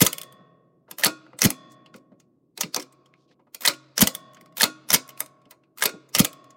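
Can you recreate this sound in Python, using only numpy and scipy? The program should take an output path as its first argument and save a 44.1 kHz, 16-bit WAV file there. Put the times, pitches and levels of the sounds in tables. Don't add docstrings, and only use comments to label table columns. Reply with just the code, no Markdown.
import sys
import numpy as np
from scipy import signal
from scipy.fft import rfft, irfft
from scipy.io import wavfile

SR = 44100
rng = np.random.default_rng(int(sys.argv[2]) if len(sys.argv) > 2 else 0)


def to_wav(sig):
    pcm = np.clip(np.atleast_2d(sig), -1, 1) * 32767
    pcm = np.round(pcm).astype(np.int16)
    wavfile.write(sys.argv[1], SR, pcm.T)


N = 289296


def undb(db):
    return 10 ** (np.asarray(db) / 20)


def fade(t, t60_s):
    return np.exp(-np.log(1000) * t / t60_s)


def hold(t, hz):
    hold_s = .68 * (1000 / hz) ** .42
    return 1 / (1 + (t / hold_s) ** 4)


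def band(x, lo_hz, hi_hz):
    edges_hz = [lo_hz, min(hi_hz, .45 * SR)]
    return signal.sosfilt(signal.butter(2, edges_hz, "bandpass", fs=SR, output="sos"), x)


def unit(x):
    return x / np.sqrt(np.mean(x ** 2))


def shaped(noise, burst):
    return unit(noise * burst) * np.sqrt(np.mean(burst ** 2))


def add(out, start_s, x):
    i = int(start_s * SR)
    x = x[max(-i, 0):N - i]
    out[max(i, 0):max(i, 0) + len(x)] += x


def ring(modes, t):
    total = np.zeros(len(t))
    for (hz, db, t60_s), phase in zip(modes, rng.random(len(modes))):
        total += undb(db) * fade(t, t60_s) * hold(t, hz) * np.sin(2 * np.pi * (hz * t + phase))
    return np.tanh(t / 0.0052) * total


# frequency in Hz, relative density in dB per Hz.
ROOM_SPECTRUM = [(24, -56.5), (40, -24), (363, -3.5), (433, -13), (810, -37.5), (1090, -28), (1410, -48),
                 (16000, -52)]
ROOM_RMS_DB = -69


def room():
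    hz, db = np.transpose(ROOM_SPECTRUM)
    f = np.maximum(np.arange(N // 2 + 1) * SR / N, 1)
    gain = undb(np.interp(np.log(f), np.log(hz), db))
    return unit(irfft(rfft(rng.standard_normal(N)) * gain, N)) * undb(ROOM_RMS_DB)


# slack taken up in seconds, level in dB, linkage stop in seconds, level in dB,
# bar enters the guide in seconds, level in dB, type on platen in seconds, level in dB,
# carriage ring level in dB, table hum level in dB.
PRESSES = [(0.9861, -27, 1.0372, -8, 1.0467, -7.5, 1.0598, -7.5, -29, -55.5),
           (3.61, -30, 3.6525, -7.5, 3.6613, -11, 3.6764, -5, -34.5, -52),
           (4.5716, -27, 4.6105, -10, 4.6189, -9, 4.6323, -4, -29, -54),
           (5.785, -33, 5.8246, -7.5, 5.8377, -13, 5.8556, -14, -34.5, -54.5)]
# escapement in seconds, level in dB, bar landing in seconds, level in dB.
RELEASES = [(-0.02, -30, 0.0215, -8), (1.4191, -6.5, 1.4537, -11.5), (3.9801, -10.5, 4.0225, -7),
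            (4.9047, -8.5, 4.9453, -7), (6.1506, -10, 6.2, -10)]
# time in seconds, level in dB.
BOUNCES = [(0.0658, -10), (0.1305, -20.5), (0.1832, -25), (0.2158, -30), (0.2337, -36), (0.3254, -48),
           (4.0729, -14), (4.1508, -26), (6.2477, -15), (6.3307, -41)]
ROCKS = [(0.07, -10.5), (4.0761, -12), (6.2511, -12)]
# lag in ms, level in dB relative to the move, nominal ring in Hz,
# relative treble in dB, rise from half amplitude in ms, decay t60 in ms.
SLACK_CONTACTS = [(0, 0, 14000, -5, 1.8, 22), (11, -3, 13600, -3, 3, 40), (25, -6, 13400, -4, 3, 30)]
STOP_CONTACTS = [(-15, -24, 1500, -14, 1.5, 20), (0, 0, 1770, -12, 1.4, 24), (5.5, -9, 3500, -3, 2, 14)]
GUIDE_CONTACTS = [(0, 0, 10500, -1, 0.8, 16)]
TYPE_CONTACTS = [(0, 0, 4200, -11, 1, 20), (8, -6, 4300, -2, 3.5, 18), (22, -19, 1400, -14, 2, 20)]
ESCAPEMENT_CONTACTS = [(-8, -26, 6000, -6, 3, 40), (0, 0, 5500, -5, 0.85, 20), (13, -7, 5900, -10, 1.4, 20)]
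LANDING_CONTACTS = [(-13, -4, 11500, -4, 2.2, 24), (-5, -1, 13000, -2, 2.4, 28),
                    (-4.5, -4, 3270, -8, 1.3, 30), (0, 0, 6200, -4, 2.6, 24), (3.5, -5, 11000, -1, 3, 24),
                    (16, -12, 5000, -9, 2, 28)]
BOUNCE_CONTACTS = [(0, 0, 3270, 3, 0.75, 18)]
ROCK_CONTACTS = [(0, 0, 6500, -1.5, 0.8, 13)]
# lag in ms, level in dB relative to the level it follows, pitch in Hz.
SLACK_KNOCKS = [(8, -10, 560)]
TYPE_KNOCKS = [(-3, 13, 540)]
ESCAPEMENT_KNOCKS = [(4, -23, 690), (12, -16, 212)]


def moves():
    press, release = np.array(PRESSES), np.array(RELEASES)
    return [(SLACK_CONTACTS, SLACK_KNOCKS, press[:, 0:2]),
            (STOP_CONTACTS, [], press[:, 2:4]),
            (GUIDE_CONTACTS, [], press[:, 4:6]),
            (TYPE_CONTACTS, [], press[:, 6:8]),
            ([], TYPE_KNOCKS, press[:, [6, 8]]),
            (ESCAPEMENT_CONTACTS, ESCAPEMENT_KNOCKS, release[:, 0:2]),
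            (LANDING_CONTACTS, [], release[:, 2:4]),
            (BOUNCE_CONTACTS, [], BOUNCES),
            (ROCK_CONTACTS, [], ROCKS)]


# time in seconds, level in dB, ring in Hz, relative treble in dB, decay t60 in ms.
CLICKS = [(0.0517, -21, 12600, 0, 46), (0.8823, -52, 1350, -34, 20), (0.9131, -26.5, 12400, -8.5, 18),
          (1.0559, -14, 4260, -13, 16), (1.2658, -46, 1510, -33, 18), (1.3334, -40.5, 1210, -51, 16),
          (1.3911, -27.5, 8300, -5, 30), (1.441, -20, 1980, 4, 30), (1.5048, -17.5, 10530, 1, 16),
          (1.7211, -59, 6700, 5, 30), (1.862, -45, 3035, -35, 28), (1.9432, -39, 1490, -23, 24),
          (1.9631, -50, 1190, 1, 30), (2.202, -51, 6590, -12.5, 35), (2.5773, -28, 4300, -4, 21),
          (2.6111, -14, 6270, -2, 30), (2.6347, -22, 2800, -22, 24), (2.7461, -12, 4710, -9, 11),
          (2.7638, -15, 5860, -9.5, 22), (2.8, -29.5, 5470, -10, 42), (2.8187, -38, 8330, -11, 35),
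          (2.8259, -36, 5490, -6, 26), (2.9265, -53, 8230, -5, 32), (3.0606, -53, 3170, -20, 30),
          (3.1397, -46.5, 2320, -40.5, 11), (3.3148, -57, 1700, -36, 28), (3.5479, -26.5, 14510, -2.5, 18),
          (3.7103, -29, 1360, -15, 36), (3.7373, -39, 2690, -13, 60), (4.335, -52, 1210, -2, 14),
          (4.348, -46.5, 6590, -11, 28), (4.3706, -43.5, 1530, -25, 30), (4.4117, -46, 2090, -1, 22),
          (4.4603, -46, 1210, -14, 16), (4.5256, -53, 1210, -19.5, 14), (4.5814, -30, 3770, 1.5, 40),
          (4.6025, -21, 3500, -3, 40), (4.8899, -31, 11090, -8, 24), (5.079, -44, 9700, 2, 8),
          (5.0922, -34.5, 13590, -6, 26), (5.1053, -43, 2840, -9, 20), (5.1765, -39, 2440, -5, 17),
          (5.2055, -17, 12700, 4, 13), (5.2619, -40, 9100, -1, 16), (5.418, -60, 1290, -21, 28),
          (5.4562, -54, 3170, -40, 18), (5.5108, -39.5, 14730, -1.5, 28), (5.638, -59, 2600, -40, 34),
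          (5.776, -41, 1210, -1, 25), (5.8166, -27.5, 8600, -8, 13), (5.8576, -7, 12790, -15, 16),
          (5.8938, -30, 1490, -13, 30), (6.0922, -54, 6720, -5, 40), (6.1563, -18, 2830, -5, 40),
          (6.179, -21, 2110, -24.5, 12), (6.3357, -46, 1190, -18, 22), (6.4435, -48, 1164, -14, 20),
          (6.507, -47, 6570, -17, 28)]
RISE_SHARE = .065
SCATTER_DB, SCATTER_PITCH_SHARE = 1, .03


def contact_rows():
    rows = [(s, db, hz, treble_db, RISE_SHARE * t60_ms, t60_ms) for s, db, hz, treble_db, t60_ms in CLICKS]
    for train, _, events in moves():
        for s, db in events:
            for lag_ms, rel_db, hz, *shape in train:
                chance = rng.standard_normal(2)
                level_db = db + rel_db + SCATTER_DB * chance[0]
                ring_hz = hz * (1 + SCATTER_PITCH_SHARE * chance[1])
                rows.append((s + lag_ms / 1000, level_db, ring_hz, *shape))
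    return rows


def contacts():
    chatter, parts = np.zeros(N), np.zeros(N)
    t = np.arange(-SR // 40, SR // 10) / SR
    lead_in = undb(-19.5) * np.exp(t / 0.0065)
    for s, db, hz, treble_db, rise_ms, t60_ms in contact_rows():
        grit = rng.standard_normal((3, len(t)))
        rise = .5 ** ((1000 * t / max(rise_ms, .1)) ** 2)
        decay = fade(t, max(t60_ms, 3) / 1000)
        burst = undb(db) * np.where(t < 0, np.maximum(rise, lead_in), decay)
        top_hz = np.clip(8000 * undb(treble_db + 18), 1.4 * hz, 8000)
        part = shaped(band(grit[0], hz / 1.08, hz * 1.08), burst) * undb(-5.5)
        middle = shaped(band(grit[1], 600, top_hz), burst) * undb(-6.5)
        treble = shaped(band(grit[2], 6600, 20000), burst) * undb(treble_db - 3)
        add(chatter, s + t[0], middle + treble)
        add(parts, s + t[0], part)
    return chatter, parts


# time in seconds, level in dB, pitch in Hz.
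KNOCKS = [(0.33, -43.5, 269), (0.404, -47, 270), (0.884, -43, 538), (0.912, -39.5, 546), (1.33, -40.5, 301),
          (1.945, -37, 275), (2.117, -44.5, 301), (2.579, -34.5, 552), (2.634, -26, 208),
          (2.763, -20.5, 675), (3.298, -53.5, 286), (3.393, -50.5, 541), (3.468, -52.5, 547),
          (3.547, -50.5, 549), (4.415, -49, 243), (5.208, -33, 714), (5.458, -48, 292), (5.514, -42, 738),
          (5.936, -36, 315)]
THUD_KNOCK_REL_DB, THUD_KNOCK_HZ = -13, 340


def knock_rows():
    rows = list(KNOCKS)
    rows += [(s, db + THUD_KNOCK_REL_DB, THUD_KNOCK_HZ) for s, db, *_ in THUDS]
    for _, train, events in moves():
        for s, db in events:
            rows += [(s + lag_ms / 1000, db + rel_db, hz) for lag_ms, rel_db, hz in train]
    return rows


def knocks():
    out, t = np.zeros(N), np.arange(SR // 5) / SR
    envelope = (1 - np.exp(-t / .004)) * fade(t, 0.053)
    for s, db, hz in knock_rows():
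        grit = unit(band(rng.standard_normal(len(t)), hz / 2.2, hz * 1.9))
        add(out, s, undb(db) * grit * envelope)
    return out


# band in Hz, early relative level in dB,
# early t60 in seconds, late relative level in dB, late t60 in seconds before the hold.
RATTLE_BANDS = [(138.74, -22.5, 0.12, -57.5, 4.5), (269.4, -24.5, 0.17, -55, 4.2),
                (519, -23, .14, -61, 5.7), (1160, -25.5, 0.12, -56, 1.7), (2300, -22, 0.11, -63, 2),
                (4100, -22.5, 0.12, -59, 1.2), (5900, -36, .2, -61, .7), (7400, -28, .14, -56, 0.3),
                (12400, -25, 0.091, -66, .25)]


def rattle(hits):
    t, tail = np.arange(2 * SR) / SR, 0
    for hz, early_db, early_t60_s, late_db, late_t60_s in RATTLE_BANDS:
        early = undb(early_db) * fade(t, early_t60_s)
        late = undb(late_db) * fade(t, late_t60_s) * hold(t, hz)
        noise = unit(band(rng.standard_normal(len(t)), hz / 1.147, hz * 1.262))
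        tail = tail + (early + late) * noise
    return signal.fftconvolve(hits, tail)[:N] * undb(-18.5)


# start in seconds, level in dB, starting pitch in Hz, length in cycles.
THUDS = [(.0176, -5, 270, 1.5), (.0237, -9, 225, 1.6), (1.4496, -8, 300, 1.5), (1.4572, -7, 225, 1.6),
         (4.0235, -6, 280, 2.1), (4.9395, -21, 260, 1.5), (4.951, -21, 260, 1.5), (6.2018, -4, 265, 1.9)]


def thuds():
    out = np.zeros(N)
    for s, db, hz, cycles in THUDS:
        turn = np.arange(int(1.4 * cycles * SR / hz)) * hz / SR
        sag = turn / (1 + .12 * turn)
        envelope = np.sin(np.pi * np.minimum(sag / cycles, 1)) ** .6
        add(out, s, undb(db) * np.sin(2 * np.pi * sag) * envelope)
    return out


# frequency in Hz, relative level in dB, t60 in seconds before the hold.
FRAME_MODES = [(269, -8, 1.2), (603, -10, 2.5), (641, -8, 2.2), (727, -13, 2.5), (1066, -4.5, 2),
               (1104, 0, 2.2), (1141, 14, .1), (1820, -12, 1.5), (1868, -11, 2), (3182, -13, .8),
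               (3408, -3, 1.3), (3483, -7, 1.3), (4823, -13, .8), (4953, -15, .8), (6530, -14, .8)]
# start in seconds,
# frame level in dB, relative level of its modes above 1500 Hz in dB, table hum level in dB.
SHOCKS = [(.02, -46, 3, -56), (1.452, -47, 0, -59), (2.765, -58, -14, -57), (4.024, -45, -2, -56),
          (4.945, -48, -12, -61), (6.202, -47, -7, -56)]


def frame_rings():
    out, t = np.zeros(N), np.arange(2 * SR) / SR
    swell = 1 - .6 * np.exp(-t / .1)
    for s, db, high_db, _ in SHOCKS:
        modes = [(hz, level_db + high_db * (hz > 1500), t60_s) for hz, level_db, t60_s in FRAME_MODES]
        add(out, s, undb(db) * ring(modes, t) * swell)
    return out


TABLE_HZ = 134.5


def table_hum():
    out, t = np.zeros(N), np.arange(2 * SR) / SR
    hum = np.sin(2 * np.pi * TABLE_HZ * t) * (1 - np.exp(-t / .06)) * fade(t, 2.2)
    for s, _, _, table_db in SHOCKS:
        add(out, s, undb(table_db) * hum)
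    for *_, type_s, _, _, table_db in PRESSES:
        add(out, type_s, undb(table_db) * hum)
    return out


# frequency in Hz, relative level in dB, t60 in seconds before the hold.
CARRIAGE_MODES = [(312, -9, 0.63), (1104, -11, 0.48), (1421, 0, 0.3), (1857, -17, 0.3), (2514, -12, 0.3),
                  (2697, -13, 0.21), (3408, -21, 0.42), (3483, -19, 0.44), (4258, -19, 0.3),
                  (5448, -16, 0.22), (5970, -26, 0.42), (7623, -8, 0.096)]


def carriage_rings():
    out, t = np.zeros(N), np.arange(2 * SR) / SR
    for *_, type_s, _, ring_db, _ in PRESSES:
        add(out, type_s, undb(ring_db) * ring(CARRIAGE_MODES, t))
    return out


# start in seconds, length in seconds, level in dB, center in Hz.
SCUFFS = [(1.694, 0.058, -61.5, 5960), (1.935, 0.057, -62, 5040), (3.149, .13, -76, 4220),
          (3.273, 0.075, -68.5, 3480), (5.501, 0.029, -58, 4020)]


def scuffs():
    out = np.zeros(N)
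    for s, length_s, db, hz in SCUFFS:
        n = int(length_s * SR)
        grains = np.repeat(undb(2.6 * rng.standard_normal(n // 128 + 1)), 128)[:n]
        rub = unit(band(grains * rng.standard_normal(n), hz / 1.4, hz * 1.4))
        add(out, s, undb(db) * np.hanning(n) ** .5 * rub)
    return out


def scene():
    hush = room()
    chatter, parts = contacts()
    dull, push = knocks(), thuds()
    shake = chatter + dull + undb(-13) * parts + undb(-27) * push
    rung = frame_rings() + table_hum() + carriage_rings()
    return (hush + chatter + parts + dull + rattle(shake) + push + rung + scuffs())[None]


TOP_HZ, CEILING = 16200, .95


def record(dry):
    x = signal.sosfilt(signal.butter(2, 30, "highpass", fs=SR, output="sos"), dry)
    rounded = CEILING * np.tanh(x / CEILING)
    return signal.sosfilt(signal.ellip(12, .2, 110, TOP_HZ, fs=SR, output="sos"), rounded)


dry = scene()
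out = record(dry)
to_wav(out)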